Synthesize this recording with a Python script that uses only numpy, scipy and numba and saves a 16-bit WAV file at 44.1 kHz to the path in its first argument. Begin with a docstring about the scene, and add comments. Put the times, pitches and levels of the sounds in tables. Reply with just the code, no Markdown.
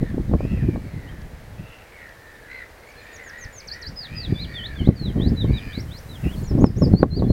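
"""A warbler sings a falling cascade of frequency-swept whistles by a marsh pool; near the end a second
stretch of warbler song fades in, high again. Further off, gulls rasp as a slow flap of the syrinx
modulates their harmonic cries, and small birds chirp; reeds and banks scatter every call into a short
echo. Turbulent gusts buffet the microphone, and the hardest blows overload it and make its limiter
duck the quiet wetland air and the hiss."""
import sys
import numpy as np
from scipy import signal
from scipy.fft import rfft, irfft
from scipy.io import wavfile
from scipy.ndimage import uniform_filter1d
from numba import njit

SR = 44100
rng = np.random.default_rng(int(sys.argv[2]) if len(sys.argv) > 2 else 0)


def put_to_file(sound):
    """Save the sound as 16-bit audio at rate SR, in the file named by the first command-line argument."""
    columns = np.atleast_2d(sound).T  # one column per channel
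    safe = np.clip(columns, -1, 1)
    whole_steps = np.round(safe * 32767)
    wavfile.write(sys.argv[1], SR, whole_steps.astype(np.int16))


N = 322812
TIME = np.arange(N) / SR


def undb(db):
    """Decibels to amplitude ratio."""
    return 10 ** (np.asarray(db) / 20)


def unit(x):
    """Normalisation to rms 1."""
    return x / np.sqrt(np.mean(x ** 2))


def curve(rows):
    """Linear interpolation of (seconds, value) rows."""
    return np.interp(TIME, *np.transpose(rows))


def add(out, start_s, x):
    """Superposition: x is summed into out from start_s on."""
    i = max(int(start_s * SR), 0)
    out[i:i + len(x)] += x[:max(N - i, 0)]


def wander(rate_hz, size=N):
    """Smoothed random steps: a slow modulator with a spread near 1."""
    hold = max(int(SR / rate_hz), 1)
    steps = np.repeat(rng.standard_normal(size // hold + 2), hold)
    return 1.67 * uniform_filter1d(uniform_filter1d(steps, hold), hold)[:size]


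def band(x, low_hz, high_hz):
    """Band-pass filter with gentle skirts."""
    return signal.sosfilt(signal.butter(2, [low_hz, high_hz], "band", fs=SR, output="sos"), x)


def octaves(spectrum):
    """Spectral shaping: coloured noise of rms 1, split into overlapping (centre Hz, band) octaves."""
    octave = np.log2(np.maximum(np.fft.rfftfreq(N, 1 / SR), 1))
    hz, db = np.transpose(spectrum)
    colour = undb(np.interp(octave, np.log2(hz), db))
    noise = unit(irfft(rfft(rng.standard_normal(N)) * colour, N))
    bins = rfft(noise)
    return [(2 ** k, irfft(bins * np.maximum(1 - abs(octave - k), 0), N)) for k in range(4, 15)]


def reed_echo(x, wet_db, t60_s, first_s):
    """Diffuse scattering: reeds and banks return a call as an exponentially decaying echo."""
    t = TIME[:SR]
    onset = np.clip(t / first_s - 1, 0, 1)
    tail = rng.standard_normal(SR) * np.exp(-np.log(1000) * t / t60_s) * onset
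    return undb(wet_db) * signal.fftconvolve(x, tail / np.linalg.norm(tail))[:N]


# Spectrum of the open air. Each row: frequency in Hz, relative density in dB.
AIR_SPECTRUM = [(25, -23), (100, -30), (205, -4), (386, -3), (457, 2), (601, 0), (712, -3), (1160, -8.5),
                (1840, -6.5), (2420, -14), (3320, -17), (4020, -17.5), (7410, -23.5), (15500, -26.5)]
# A thin hiss that swells and drops away. Each row: time in seconds, gain in dB.
HISS_SWELL = [(0, -72), (5, -67), (5.6, -59.5), (6.1, -54.5), (6.42, -51), (6.46, -60), (7.32, -64)]


def air(rush_db=-48.5, body_db=-1):
    """Broadband noise: a distant rush whose lower bands drift, under a hiss with a soft body."""
    rush = sum(noise * undb(.5 * min(1500 / hz, 1) * wander(6)) for hz, noise in octaves(AIR_SPECTRUM))
    hiss = rng.standard_normal(N) + undb(body_db) * unit(band(rng.standard_normal(N), 400, 1180))
    return undb(rush_db) * rush + undb(curve(HISS_SWELL)) * hiss


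# Faint ticks close to the microphone. Each row: start in seconds, initial level in dB.
TICKS = [(1.217, -42), (2.092, -44), (6.443, -40), (6.642, -29.5), (6.665, -34)]


def ticks(decay_s=0.0015):
    """Exponential decay: dry bursts of noise die within a few milliseconds."""
    out, t = np.zeros(N), TIME[:SR // 20]
    for start, db in TICKS:
        burst = unit(band(rng.standard_normal(len(t)), 900, 5000))
        add(out, start, undb(db) * burst * np.exp(-t / decay_s))
    return out


# Distant songbirds. Each row: start and length in seconds, first and last pitch in Hz, level in dB.
FAR_NOTES = [(0.269, 0.052, 4070, 3700, -61.5), (.75, 0.036, 3850, 4240, -62.5),
             (.41, .06, 4600, 5000, -64), (1.06, .06, 2700, 3410, -53.5), (1.53, 0.055, 3500, 3250, -65),
             (2.25, 0.06, 4000, 3900, -64), (2.965, 0.057, 4250, 4050, -51.5),
             (6.357, 0.053, 4300, 4380, -54), (6.435, 0.042, 4360, 4270, -56),
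             (7.228, .045, 3420, 3280, -55)]


def far_birds(chirp_count=16, quaver=.022):
    """Frequency modulation: gliding notes quaver, among faint chirps scattered at random."""
    out = np.zeros(N)
    chirps = rng.uniform([0, .03, 3200, 3200, -67], [TIME[-1], .06, 4800, 4800, -62], (chirp_count, 5))
    for start, length, first_hz, last_hz, db in [*FAR_NOTES, *chirps]:
        size = int(length * SR)
        pitch = np.linspace(first_hz, last_hz, size) * (1 + quaver * wander(350, size))
        envelope = undb(db) * np.sqrt(2 * np.hanning(size))
        add(out, start, envelope * np.sin(2 * np.pi * np.cumsum(pitch) / SR))
    return out


# Resonances of a gull's throat and open bill. Each row: frequency in Hz, gain in dB.
GULL_THROAT = [(900, -17.5), (1500, 2), (1900, 3), (2400, -4), (2900, -6.5), (3600, -11.5), (4200, -4),
               (4750, -8), (5400, -18), (6500, -17)]


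def gull(length, first_hz, middle_hz, last_hz, rasp_hz, rough, overtones_db, bend=0.031, others_db=-11):
    """Source and filter: the throat shapes an arching cry, chopped by a slower flap of the syrinx."""
    size = int(length * SR)
    progress = np.linspace(0, 1, size)
    arch_hz = np.polyval(np.polyfit([0, .5, 1], [first_hz, middle_hz, last_hz], 2), progress)
    fundamental = arch_hz / 4
    flap_hz = rasp_hz * arch_hz / middle_hz * (1 + 0.14 * rough * wander(59.5, size))
    flaps = np.cumsum(flap_hz) / SR
    pulses = abs(np.sin(np.pi * flaps)) * undb(3.2 * rough * wander(68.5, size))
    # each flap bends the pitch, and in a rough cry the voice slips out of step
    slip = .3 * rough * wander(100, size)
    phase = 2 * np.pi * np.cumsum(fundamental * (1 + bend * np.sin(2 * np.pi * flaps))) / SR + slip
    voice = 0
    for k in range(2, 12):
        throat_db = np.interp(k * fundamental, *np.transpose(GULL_THROAT))
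        source_db = others_db * (k % 4 > 0) + overtones_db * (k > 5)  # every fourth harmonic rings out
        voice += undb(throat_db + source_db) * np.sin(k * phase)
    sidebands = wander(700, size) * np.sin(4 * phase) + wander(700, size) * np.cos(4 * phase)
    breath = undb(-17) * unit(band(rng.standard_normal(size), 1480, 2840))
    swell = abs(np.sin(np.pi * progress)) ** 0.37
    return unit(pulses * (unit(voice) + .75 * rough * sidebands + breath)) * swell


# Gull cries. Each row: start and length in seconds, first, middle and last frequency of the fourth
# harmonic in Hz, rasp pulses per second, level in dB, roughness from 0 to 1, overtone gain in dB.
GULL_CRIES = [ (0, 0.15, 2000, 1840, 1486, 80, -48, .6, -3),
              (0.382, .21, 2253, 2626, 2560, 105, -47, 0.43, -8),
              (.57, 0.22, 2460, 2390, 2217, 98, -50.5, 0.28, -15),
              (.575, 0.067, 2080, 1853, 1560, 90, -47.5, .2, -10),
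              (0.799, 0.45, 2350, 1952, 1648, 90, -52.5, 0.5, -5),
              (1.579, 0.28, 2550, 2727, 2600, 100, -51, 0.72, -10),
              (1.845, .3, 2293, 2160, 1820, 90, -50.5, 0.49, -18),
              (1.968, 0.14, 1980, 1883, 1680, 75, -46, 0.24, -20),
              (2.13, 0.42, 1730, 1786, 1580, 85, -50, 0.42, -19),
              (2.48, .17, 1906, 2064, 1790, 68, -39, 0.4, -9.5),
              (2.823, 0.41, 2035, 2425, 2123, 95, -50.5, 0.68, -8),
              (2.938, 0.31, 1653, 1834, 1743, 80, -48, 0.42, -2),
              (3.179, .15, 2000, 1934, 1490, 72, -43, 0.44, -21),
              (3.26, .24, 1582, 1920, 1737, 78, -41.5, 0.4, -10),
              (3.57, 0.22, 2100, 2330, 2340, 95, -54, 0.45, -11),
              (3.679, .23, 1500, 1937, 1335, 74, -44, 0.5, -10),
              (3.98, .4, 1756, 1905, 1754, 85, -51, 0.77, 1),
              (4.076, 0.19, 2270, 2555, 2630, 105, -45.5, .37, -7),
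              (4.253, .36, 2380, 2316, 2200, 98, -48, 0.33, 2.5),
              (4.471, .31, 1860, 1859, 1611, 43, -42.5, 0.28, -13),
              (4.684, 0.26, 2413, 2160, 1992, 46, -50.5, .4, -2),
              (5.048, 0.45, 2020, 1818, 1826, 85, -52.5, 0.47, 1),
              (5.47, 0.34, 2124, 2432, 2070, 100, -43.5, 0.33, -4.5),
              (5.54, .24, 1800, 1810, 1610, 80, -51.5, 0.52, -10),
              (6.237, 0.057, 2605, 2550, 2400, 90, -44.5, 0.75, -8), ]


def colony(murmur_db=-60):
    """Incoherent summation: many gulls blur into a band of noise behind the nearer cries."""
    din = unit(band(band(rng.standard_normal(N), 1520, 2340), 1140, 2740))
    out = din * undb(murmur_db + 2 * wander(6.76) + 2 * wander(70))
    for start, length, first, middle, last, rasp_hz, db, rough, overtones_db in GULL_CRIES:
        add(out, start, undb(db) * gull(length, first, middle, last, rasp_hz, rough, overtones_db))
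    return out


# The breeze between gusts. Each row: time in seconds, relative level in dB.
BREEZE = [(0.0, -28), (0.57, -22), (1.0, -37.5), (1.53, -40), (1.83, -50), (3.14, -53), (3.79, -47),
          (4.18, -40.5), (4.3, -29.5), (4.63, -38), (4.81, -34), (5.0, -24), (5.36, -27.5), (5.53, -31),
          (5.95, -38), (6.2, -34.5), (6.73, -20), (7.32, -16.5)]
# Gusts on top of it. Each row: start and hold in seconds, relative level in dB.
GUSTS = [(.005, 0.044, -24), (0.146, 0.062, -20), (0.309, 0.046, -15), (0.543, 0.029, -22),
         (0.618, 0.073, -19), (0.756, 0.022, -23.5), (.94, 0.11, -31.5), (1.124, 0.013, -31),
         (1.215, .05, -33.5), (1.602, .025, -33.5), (3.88, .06, -39), (4.12, 0.13, -34),
         (4.279, 0.058, -25), (4.81, 0.073, -19.5), (5.052, 0.045, -21.5), (5.168, 0.058, -18.5),
         (5.26, 0.062, -17), (5.429, 0.11, -17.5), (5.674, 0.0084, -26.5), (5.776, .12, -29),
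         (6.244, 0.027, -18.5), (6.338, 0.089, -29.5), (6.517, 0.14, -13.5), (6.814, 0.14, -15.5),
         (7.008, 0.06, -18.5), (7.194, 0.052, -13), (7.301, .02, -12.5)]


def flow_db(breeze_db=-1.5, attack_s=0.011, release_s=.018):
    """Addition of powers: each gust builds, holds and dies back into the breeze."""
    power = undb(curve(BREEZE) + breeze_db) ** 2
    for start, hold, db in GUSTS:
        outside_hold = np.maximum((start - TIME) / attack_s, (TIME - start - hold) / release_s)
        power += (undb(db) * np.exp(-np.clip(outside_hold, 0, 20))) ** 2
    return 10 * np.log10(power)


# Spectrum of the wind's rumble. Each row: frequency in Hz, relative density in dB.
WIND_SPECTRUM = [(20, -5), (40, 0.5), (66, 4), (134, 2.5), (208, -3), (350, -12.5), (550, -26), (750, -33),
                 (1150, -53.5), (1700, -66), (2900, -100)]


def wind(gain_db=-1, eddy_db=4.0, brighten=0.17, strong_db=-21, knee_hz=110):
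    """Turbulence comes in quick eddies; stronger flow sheds smaller ones, so the rumble brightens."""
    out, strength = np.zeros(N), flow_db()
    eddies = eddy_db * np.tanh(wander(90))
    for hz, noise in octaves(WIND_SPECTRUM):
        octaves_up = np.clip(np.log2(hz / knee_hz), -2, 3)
        tilt_db = brighten * octaves_up * (strength - strong_db)
        flicker_db = eddies * (1 + .5 * octaves_up) + 0.14 * wander(53)
        out += noise * undb(strength + tilt_db + flicker_db)
    return undb(gain_db) * out


# Single eddies that thump the microphone. Each row: centre in seconds, swing peak in dB, pitch in Hz.
EDDIES = [(.028, -11.5, 171), (0.145, -12, 162), (0.181, -15.5, 241), (.338, -10.5, 400),
          (.407, -17.5, 335), (0.452, -14.5, 189), (.625, -15, 110), (0.689, -5.5, 135), (.76, -20, 427),
          (1.6, -28.5, 108), (3.459, -29.5, 61), (4.325, -11, 147), (4.875, -7.5, 236), (4.891, 3.5, 138),
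          (5.201, -9.5, 189), (5.445, -10.5, 234), (5.497, -8.5, 126), (5.778, -15.5, 150),
          (6.242, -17.5, 140), (6.515, -21, 273), (6.553, -7.5, 169), (6.622, -12.5, 273), (6.643, 5, 198),
          (6.821, -5.5, 295), (6.939, 3, 133), (7.031, 9.5, 304), (7.195, -12, 208), (7.223, -9, 370),
          (7.238, -13.5, 161)]


def buffets(wake_gain=0.19, wake_cycles=1.74):
    """Bipolar pressure pulse: each eddy sucks, pushes and leaves a short turbulent wake."""
    out, t = np.zeros(N), TIME[:SR // 10] - .03
    for centre, db, hz in EDDIES:
        angle = 2 * np.pi * hz * t
        swing = angle * np.exp((1 - angle ** 2) / 2)
        wake_hz = hz / 2, hz * 3.16
        wake = unit(band(band(rng.standard_normal(len(t)), *wake_hz), *wake_hz))
        envelope = np.exp(np.minimum(angle / 2, -t * hz / wake_cycles))
        add(out, centre + t[0], undb(db) * (swing + wake_gain * wake * envelope))
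    return out


# The warbler's syllable shapes, by name. Each row: share of the length, height from 0 (lowest pitch)
# to 1 (highest), gain in dB.
SYLLABLES = { "hook": [(0, 1, -17), (.15, .92, -10), (.38, .87, -7), (.5, .73, -3.5), (.78, .7, -1),
             (.93, .25, 0.5), (1, 0, -5)], "swoop": [(0, 1, -21), (.2, 0.186, -3.5), (.3, 0.0081, -15),
             (.5, 0.045, -14), (.66, .22, 1), (.85, 0.49, -6.5), (1, 0.78, -18)], "slur": [(0, 0.83, -19),
             (.08, .94, -5), (.3, .89, 1), (.62, 0.65, -6.5), (.86, .28, -1), (1, 0.0098, -10)],
             "arch": [(0, .54, -20), (.13, .48, -7.5), (.36, .52, -3.5), (.6, .87, -1.5), (.74, 1, 1),
             (.86, .68, -2.5), (1, 0.086, -9.5)], "scoop": [(0, .47, -11), (.14, .44, -1),
             (.43, 0.081, 0.5), (.57, 0, -3), (.7, .12, -4), (.91, .58, 0), (1, 1, -4)],
             "slide": [(0, 1, -17), (.17, .76, -4), (.42, .64, -4), (.68, .47, 5), (.86, .18, -6.5),
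             (1, 0.015, -8)], "rise": [(0, .02, -15), (.2, 0, -9.5), (.33, .2, 2), (.46, .32, -2),
             (.7, .42, -2), (.85, .65, -4.5), (1, 0.99, -2.5)], "shoulder": [(0, 0.93, -20), (.17, .76, -6),
             (.38, .81, -3), (.58, .55, 3.5), (.75, .2, -18), (1, 0, -19)], "peak": [(0, .23, -18),
             (.27, .92, -7), (.47, 0.99, -13), (.56, .48, -18), (.65, .38, 0), (.86, 0.23, 1.5),
             (1, 0, -8.5)], "creep": [(0, .1, -9), (.12, 0, 1.5), (.6, .3, -3), (.82, 0.98, -0.5),
             (.92, .63, 2.5), (1, 0.34, -11)], "step": [(0, 0.96, -6), (.3, .9, -3), (.48, .4, 0),
             (.82, .15, 1), (1, 0, -7)], }
# A falling cascade of whistles; near the end a second stretch of song fades in, high again. Each row:
# start in seconds, shape name, length in seconds, lowest and highest pitch in Hz, base level in dB.
SONG = [ (2.875, "hook", 0.054, 4400, 7200, -59), (3.003, "hook", .05, 6800, 7200, -62),
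        (3.119, "hook", 0.051, 5320, 7240, -49), (3.232, "hook", 0.071, 4700, 7300, -47.5),
        (3.378, "hook", 0.077, 4250, 7120, -45), (3.527, "hook", 0.085, 4070, 7170, -43),
        (3.673, "swoop", 0.073, 4060, 6500, -30), (3.815, "swoop", 0.078, 3940, 6400, -31.5),
        (3.96, "slur", 0.11, 3260, 5220, -35), (4.149, "slur", 0.12, 3230, 5120, -35),
        (4.338, "arch", 0.12, 2695, 4250, -35.5), (4.541, "scoop", .13, 2980, 4320, -35),
        (4.755, "scoop", 0.12, 2930, 4200, -44), (4.956, "slide", 0.15, 3070, 4870, -41),
        (5.185, "rise", 0.11, 3120, 5380, -40), (5.362, "shoulder", 0.1, 3020, 4200, -34.5),
        (5.527, "shoulder", .097, 2800, 4150, -36.5), (5.697, "rise", 0.113, 3040, 5700, -41),
        (5.884, "rise", 0.11, 3040, 5900, -45), (6.084, "slur", 0.093, 2800, 4090, -48),
        (6.233, "creep", .12, 2650, 3540, -48), (6.435, "step", 0.083, 4950, 7150, -48.5),
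        (6.587, "peak", .1, 4630, 6830, -41), (6.76, "peak", 0.099, 4540, 6840, -36.5),
        (6.93, "arch", 0.1, 3670, 4820, -38.5), (7.103, "arch", 0.1, 3570, 4730, -36),
        (7.278, "arch", .1, 3630, 4750, -43), ]


def warbler(glide_s=0.003, waver=0.0019, flutter_db=1.94, edge_s=0.0028):
    """Frequency sweep: each syllable is a pure tone that follows its shape and wavers a little."""
    out = np.zeros(N)
    for start, shape, length, low_hz, high_hz, db in SONG:
        share, height, shape_db = np.array(sorted(map(tuple, SYLLABLES[shape]))).T
        t = np.arange(-edge_s, length + edge_s, 1 / SR)
        contour = low_hz + (high_hz - low_hz) * np.interp(t / length, share, height)
        pitch = uniform_filter1d(contour, int(glide_s * SR)) * (1 + waver * wander(304, len(t)))
        gate = np.clip(np.minimum(t - t[0], t[-1] - t) / edge_s, 0, 1)
        level_db = db + np.interp(t / length, share, shape_db) + flutter_db * wander(185.6, len(t))
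        tone = np.sqrt(2) * np.sin(2 * np.pi * np.cumsum(pitch) / SR)
        add(out, start + t[0], gate * undb(level_db) * tone)
    return out


def scene(cavity_db=3):
    """Superposition: birds and their echoes across the water, wind at the microphone."""
    song, calls = warbler(), colony() + far_birds()
    near = song + reed_echo(song, wet_db=-9, t60_s=0.18, first_s=0.0014)
    near += reed_echo(song, wet_db=-36, t60_s=0.77, first_s=0.028)
    distant = calls + reed_echo(calls, wet_db=-9, t60_s=.35, first_s=.008)
    rumble = wind() + buffets()
    cavity = undb(cavity_db) * band(rumble, 1044, 1154)  # the cavity in front of the microphone rings
    return (near + distant + rumble + cavity + ticks() + air())[None]


@njit
def follow(x, attack, release):
    """Envelope detection: one-pole smoothing with separate rates of rise and fall."""
    out, level = np.empty(len(x)), 0.
    for i in range(len(x)):
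        level += (x[i] - level) * (attack if x[i] > level else release)
        out[i] = level
    return out


def record(dry, attack_s=0.0024, release_s=0.31, ceiling=0.7, hardness=8, cutoff_hz=15850):
    """Limiting and saturation: hard thumps flatten and duck the gain; a low-pass cuts the top."""
    envelope = follow(abs(dry[0]), 1 / (attack_s * SR), 1 / (release_s * SR))
    limited = dry * ceiling / np.maximum(envelope, ceiling)
    flattened = limited / (1 + limited ** hardness) ** (1 / hardness)
    fade = np.clip((TIME[-1] - TIME) / .003, 0, 1)
    return signal.sosfilt(signal.ellip(10, .1, 80, cutoff_hz, fs=SR, output="sos"), flattened * fade)


dry = scene()
out = record(dry)
put_to_file(out)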